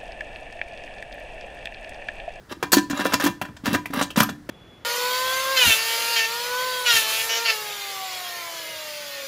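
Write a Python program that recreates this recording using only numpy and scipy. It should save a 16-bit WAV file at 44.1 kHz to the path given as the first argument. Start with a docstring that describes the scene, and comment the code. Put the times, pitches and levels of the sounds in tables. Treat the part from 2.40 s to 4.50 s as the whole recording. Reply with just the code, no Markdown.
"""A pot lid is shoved about on its pot, close by, over the faint noise of a small kitchen.
First the rim slides, then it knocks and chatters in bursts; each contact clanks, scrapes and excites
the lid's modes. Heavier landings thud in the pot and glancing ones ping. At 0.33 s one free clash rings
the rim's high modes; the lid then drops flat and its bell mode sings out. Further bursts follow
until the end at 2.1 s, each with a short reverberant tail."""
import sys
import numpy as np
from scipy import signal
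from scipy.fft import rfft, irfft
from scipy.io import wavfile

SR = 44100
rng = np.random.default_rng(int(sys.argv[2]) if len(sys.argv) > 2 else 0)


def wav_record(signal):
    """Record a signal, one row per channel, as 16-bit PCM in the file named by sys.argv[1]."""
    frames = np.transpose(np.atleast_2d(signal))
    bounded = np.clip(frames, -1, 1)
    # unit amplitude maps onto the largest positive 16-bit level
    quanta = np.round(bounded * 32767).astype(np.int16)
    wavfile.write(sys.argv[1], SR, quanta)


N = 92610

# Spectrum of the room noise. Each row: frequency in Hz, relative level in dB.
NOISE_SPECTRUM = [(20, -12), (45, 6), (90, 3), (170, 2), (330, -3.5), (550, -10), (1000, -12.5),
                  (1700, -10.5), (2500, -22.5), (5000, -22.5), (8000, -28), (16000, -33.5)]
# Drags of the rim along the pot. Each row: start in seconds, length in seconds, level in dB.
DRAGS = [(0.089,0.054,-36),(0.194,0.033,-49),(0.523,0.17,-29),(0.664,0.092,-32),(0.778,0.14,-28.5),(1.235,0.091,-28.5),(1.304,0.071,-29),(1.521,0.13,-26),(1.762,0.035,-24)]
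# Spectrum of the sliding. Each row: frequency in Hz, relative level in dB.
SLIDE_SPECTRUM = [(60,-14),(250,-3.5),(600,9.5),(1700,2),(2500,-4.5),(5000,-11.5),(8000,-19.5),(15000,-22.5)]
# Contacts of rim and pot. Each row: start in seconds, then clank, scrape and tick levels in dB.
RIM_CONTACTS = [(0.11,-34,-42,-57),(0.116,-26.5,-30.5,-54),(0.2272,-10,-20.5,-25.5),(0.237,-16.5,-38,-47),(.319,-17.5,-12.5,-12.5),(0.3278,-10,-31,-8.5),
                (0.3314,-6.5,-7.5,-22),(.34,-16.5,-7,-11),(.3678,-15,-14.5,-20),(.378,-15,-13.5,-39),(0.4987,-23,-25.5,-31),(.509,-22,-21,-36),
                (0.53,-22,-40,-49),(.573,-39,-36,-59),(.593,-20.5,-30,-35),(.5965,-19.5,-24.5,-37),(0.607,-17,-23,-40),(.648,-49,-24,-27),
                (.6545,-11,-26,-24),(0.664,-23,-20.5,-29),(.7225,-16.5,-23,-40),(.735,-13,-10.5,-18),(.739,-9.5,-18.5,-25),(0.7989,-15.5,-20,-27),
                (0.806,-22,-22,-33),(.822,-17.5,-24,-27.5),(0.8395,-12.5,-20,-18),(0.849,-18,-15.5,-21),(.862,-12.5,-13.5,-23),(.868,-11.5,-24,-21),
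                (.886,-27,-42,-45),(1.0144,-13,-26.5,-26.5),(1.051,-24,-38,-48),(1.086,-33.5,-56,-62),(1.166,-34.5,-35.5,-53),(1.245,-36.5,-40,-49),
                (1.257,-16,-22,-30),(1.266,-15,-22,-27.5),(1.277,-16,-28,-35),(1.312,-24,-38,-47),(1.329,-28,-23,-25),(1.339,-13,-22,-28.5),
                (1.346,-10,-18,-23),(1.3491,-11,-34,-32),(1.457,-25,-30.5,-31),(1.504,-32,-39,-46),(1.5361,-17,-32.5,-25.5),(1.591,-18,-29,-37),
                (1.612,-7,-19.5,-26.5),(1.622,-44,-17,-36),(1.631,-32,-19.5,-26.5),(1.705,-28.5,-32,-37),(1.7597,-16.5,-17,-31),(1.773,-11.5,-23,-18.5),
                (1.78,-17,-22,-38),(1.787,-13,-18,-23),(1.7996,-11,-11,-13.5),(1.805,-10.5,-16,-41),(1.82,-13,-20,-25),(1.83,-20,-20.5,-22),
                (1.89,-22,-25.5,-44),(1.896,-29,-38,-36),(2.0905,-19,-26,-32.5)]
# Clank, scrape and tick bands. Each row: low and high edge in Hz, rise and t60 in seconds, gain in dB.
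CONTACT_BANDS = [(466, 2190, 0.0002, 0.05, -5.5), (2380, 7600, 0.0045, 0.051, 0.5),
                 (7900, 20400, 0.0014, .05, -0.5)]
# Modes of the lid. Each row: frequency in Hz, relative level in dB, t60 in seconds.
LID_MODES = [(182.1,-14.5,0.21),(295.7,-18,0.54),(324,-13,.15),(750,-9,0.1),(996,-6,0.24),(1056,0,0.05),(1444,5,0.027),(1606,-7.5,0.15),
             (1783,-10.5,0.24),(1779,2,0.06),(2370,-9,.14),(2736,-11.5,0.13),(3345,-13.5,0.13),(4070,-37,0.081),(4180,-23,0.049)]
# How freely the lid rings as the hand shifts. Each row: time in seconds, gain in dB.
LID_FREEDOM = [(.23,-7.5),(.37,2),(.62,0.5),(.87,-3),(1.02,-6.5),(1.35,-5.5),(1.6,-7),(1.85,-0.5)]
# Heavy landings. Each row: start in seconds, pitch in Hz, ring level in dB, bump level in dB.
LANDINGS = [(0.113,347,-29,-32),(.168,317,-38,-41),(.229,400,-23.5,-30),(0.329,335,-12,-40),(0.3686,289,-5.5,-26.5),(0.502,277.3,-16.5,-30),(0.53,250,-20,-33),(0.595,299,-19,-49),
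            (0.653,289,-20,-30),(0.736,249,-17,-20),(0.839,284.8,-11,-32),(0.859,282,-13.5,-37),(0.887,184,-29.5,-24.5),(1.017,213,-27.5,-29),
            (1.088,221,-33.5,-31.5),(1.237,236,-26.5,-37),(1.275,244,-16,-21.5),(1.31,255,-19.5,-43),(1.328,234,-13,-41),(1.348,296,-13.5,-27.5),
            (1.503,266,-25.5,-41),(1.544,249,-22.5,-44),(1.571,233,-16.5,-32),(1.613,280,-15,-26),(1.774,216.6,-9,-27),(1.804,211,-19.5,-18),
            (1.86,197,-28,-49),(1.898,233,-22,-26),(2.092,320,-21,-32)]
# Modes of a landing. Each row: ratio to its pitch, relative level in dB, t60 in seconds.
LANDING_MODES = [(1.028,-0.5,0.077),(.68,-12,0.1),(1.17,-15.5,0.18),(2.4,-11.5,0.013)]
# Glancing touches. Each row: start in seconds, centre frequency in Hz, level in dB, t60 in seconds.
GLANCES = [(.2275, 410, -25, .06), (.32, 7900, -21, .04), (.509, 7100, -35, .05), (.573, 7000, -32, .06),
           (.6545, 560, -21, .06), (1.0145, 1050, -21, .03), (1.018, 2950, -33, .05),
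           (1.4565, 2250, -21, .04), (1.621, 6480, -33, .08), (1.621, 8350, -32, .08),
           (1.7035, 2900, -32, .07), (1.804, 1200, -17, .04), (1.831, 12000, -21, .035),
           (1.831, 1200, -15, .03)]
# High modes of the rim. Each row: frequency in Hz, relative level in dB, t60 in seconds.
RIM_MODES = [(4348, -1, .1), (4545, -1, .1), (5076, -6, .06), (5869, -7, .15), (6522, -4, .12),
             (6955, -2, .12), (7900, -5, .07), (7994, -5, .07), (9700, -13, .15), (13290, -4, .09),
             (15310, -3, .12)]
# Colour of the whole clatter. Each row: frequency in Hz, gain in dB.
CLATTER_COLOUR = [(25, -13), (70, 0), (300, 0.5), (550, 0), (800, -4), (1200, -2), (1700, -1.5),
                  (2200, -5.5), (3200, -0.5), (5000, -2), (7000, -4), (10000, -2.5), (12500, -1),
                  (15000, -3.5)]
# Reverberation of the kitchen. Each row: frequency in Hz, t60 in seconds.
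ROOM_DECAY = [(100, 0.61), (300, 0.29), (1500, 0.21), (5000, 0.27), (14000, 0.2)]


def amp(db):
    """Amplitude grows tenfold with every 20 dB."""
    return 10 ** (np.asarray(db) / 20)


def unit(x):
    """Normalisation brings the rms to one."""
    return x / np.sqrt(np.mean(x ** 2) + 1e-20)


def curve_at(points, hz):
    """Interpolation reads a table along a log-frequency axis."""
    f, value = np.transpose(points)
    return np.interp(np.log(hz + 1), np.log(f + 1), value)


def coloured(x, points):
    """Filtering multiplies the spectrum by a smooth gain curve."""
    gain = amp(curve_at(points, np.fft.rfftfreq(2 * N, 1 / SR)))
    return irfft(rfft(x, 2 * N) * gain)[:N]


def band_noise(lo_hz, hi_hz):
    """Many crowded modes merge into a band of noise."""
    sos = signal.butter(3, [lo_hz, min(hi_hz, .49 * SR)], "band", fs=SR, output="sos")
    return unit(signal.sosfilt(sos, rng.standard_normal(N)))


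def add(mix, start, sound):
    """Superposition: a sound adds to the mix from its start in seconds."""
    part = mix[round(start * SR):][:len(sound)]
    part += sound[:len(part)]


def ring_time():
    """The free decay after a blow is followed for half a second."""
    return np.arange(SR // 2) / SR


def fade(rise, t60):
    """A damped vibration builds quickly, then decays exponentially, by 60 dB in t60 seconds."""
    t = ring_time()
    return (1 - np.exp(-t / rise)) * np.exp(-np.log(1000) * t / t60)


def mode(hz, t60, rise=0.0001):
    """A struck mode is a damped sinusoid, here of random phase."""
    return fade(rise, t60) * np.sin(2 * np.pi * (hz * ring_time() + rng.random()))


def room_noise(level_db=-50.5):
    """Stationary noise, strongest in the bass, lies under the scene."""
    return amp(level_db) * unit(coloured(rng.standard_normal(N), NOISE_SPECTRUM))


def slides(slips_per_s=4600, spread_db=5.5):
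    """Stick-slip friction: the dragging rim makes a swell of tiny slips, each briefly ringing the metal."""
    swell = np.zeros(N)
    for start, length, level_db in DRAGS:
        add(swell, start, amp(level_db) * np.sin(np.pi * np.arange(0, length, 1 / SR) / length))
    strengths = rng.standard_normal(N) * amp(spread_db * rng.standard_normal(N))
    slips = strengths * (rng.random(N) < slips_per_s / SR)
    metal_response = fade(rise=0.00029, t60=0.03) * rng.standard_normal(len(ring_time()))
    friction = signal.fftconvolve(slips, metal_response)[:N]
    return swell * unit(coloured(friction, SLIDE_SPECTRUM))


def contacts(chatter_per_s=900, chatter_db=3, impact_db=4, impact_s=0.0018):
    """Sharp impacts excite a broad spectrum: chattering bursts in three bands, which add in power."""
    out = np.zeros(N)
    knots = rng.standard_normal(N)
    flicker = np.interp(np.arange(N) / SR * chatter_per_s, np.arange(N), knots)
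    chatter = unit(amp(chatter_db * flicker))
    impact = amp(impact_db * np.exp(-ring_time() / impact_s))
    for band, (lo_hz, hi_hz, rise, t60, gain_db) in enumerate(CONTACT_BANDS):
        power = np.zeros(N)
        envelope = impact * fade(rise, t60)
        for start, *levels_db in RIM_CONTACTS:
            add(power, start, (amp(levels_db[band] + gain_db) * envelope) ** 2)
        out += np.sqrt(power) * band_noise(lo_hz, hi_hz)
    return out * chatter


def lid_ring(gain_db=-0.5, detune=0.012):
    """Each clank starts the lid's free vibration, weakened by the hand, detuned by where the rim hits."""
    out = np.zeros(N)
    t = ring_time()[:SR // 3]
    draws = rng.uniform(-1.022, 1, (len(RIM_CONTACTS), len(LID_MODES), 2))
    for k, (hz, mode_db, t60) in enumerate(LID_MODES):
        envelope = fade(rise=0.0026, t60=t60)[:len(t)]
        for (start, clank_db, *_), (offset, phase) in zip(RIM_CONTACTS, draws[:, k]):
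            freedom_db = np.interp(start, *np.transpose(LID_FREEDOM))
            ring = envelope * np.sin(2 * np.pi * (hz * (1 + detune * offset) * t + phase))
            add(out, start, amp(gain_db + mode_db + clank_db + freedom_db) / 2 * ring)
    return out


def thuds():
    """The lid's weight, landing on the pot, excites a few low, damped modes and a dull bump."""
    rings, bump_power = np.zeros(N), np.zeros(N)
    for start, hz, ring_db, bump_db in LANDINGS:
        add(bump_power, start, (amp(bump_db) * fade(rise=0.0071, t60=0.11)) ** 2)
        for ratio, mode_db, t60 in LANDING_MODES:
            add(rings, start, amp(ring_db + mode_db) * mode(hz * ratio, t60, rise=0.00076))
    return rings + np.sqrt(bump_power) * band_noise(lo_hz=75.6, hi_hz=263)


def pings(gain_db=3.5, max_width_hz=610):
    """Selective excitation: a glancing touch favours one patch of the lid and a cluster of close modes."""
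    out = np.zeros(N)
    for start, hz, level_db, t60 in GLANCES:
        envelope = fade(rise=0.00053, t60=t60)
        half_width = min(max_width_hz, hz / 3) / 2
        cluster = band_noise(hz - half_width, hz + half_width)[-len(envelope):]
        add(out, start, amp(gain_db + level_db) * envelope * cluster)
    return out


def clash(start=0.329, gain_db=-13.5):
    """The impulse of the one free clash sets the rim's high modes ringing together."""
    out = np.zeros(N)
    for hz, mode_db, t60 in RIM_MODES:
        add(out, start, amp(gain_db + mode_db) * mode(hz, t60))
    return out


def bell_tone(start=0.378, gain_db=-20.5):
    """The lid drops flat and its main bell mode sings out at its natural frequency."""
    out = np.zeros(N)
    add(out, start, amp(gain_db) * mode(hz=996, t60=0.18))
    return out


def reverberation(x, gain_db=-12, build_s=0.0028):
    """Diffuse reflections in the kitchen form a short tail whose bass outlasts its treble."""
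    hz, t, spectra = signal.stft(rng.standard_normal(SR // 2), SR, nperseg=256)
    decay = np.exp(-np.log(1000) * t / curve_at(ROOM_DECAY, hz)[:, None])
    _, tail = signal.istft(spectra * decay, SR)
    tail *= np.minimum(np.arange(len(tail)) / SR / build_s, 1)
    return amp(gain_db) * signal.fftconvolve(x, tail / np.linalg.norm(tail))[:N]


def scene():
    """Room noise, direct clatter and reverberation superpose in one channel."""
    sources = slides() + contacts() + lid_ring() + thuds() + pings() + clash() + bell_tone()
    clatter = coloured(sources, CLATTER_COLOUR)
    return (room_noise() + clatter + reverberation(clatter))[None]


def record(dry):
    """Clipping bounds the amplitude at full scale; a low-pass filter then bounds the bandwidth."""
    low_pass = signal.firwin(401, cutoff=15800, window=("kaiser", 8), fs=SR)
    return signal.oaconvolve(np.clip(dry, -1, 1), low_pass[None], "same")


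dry = scene()
out = record(dry)
wav_record(out)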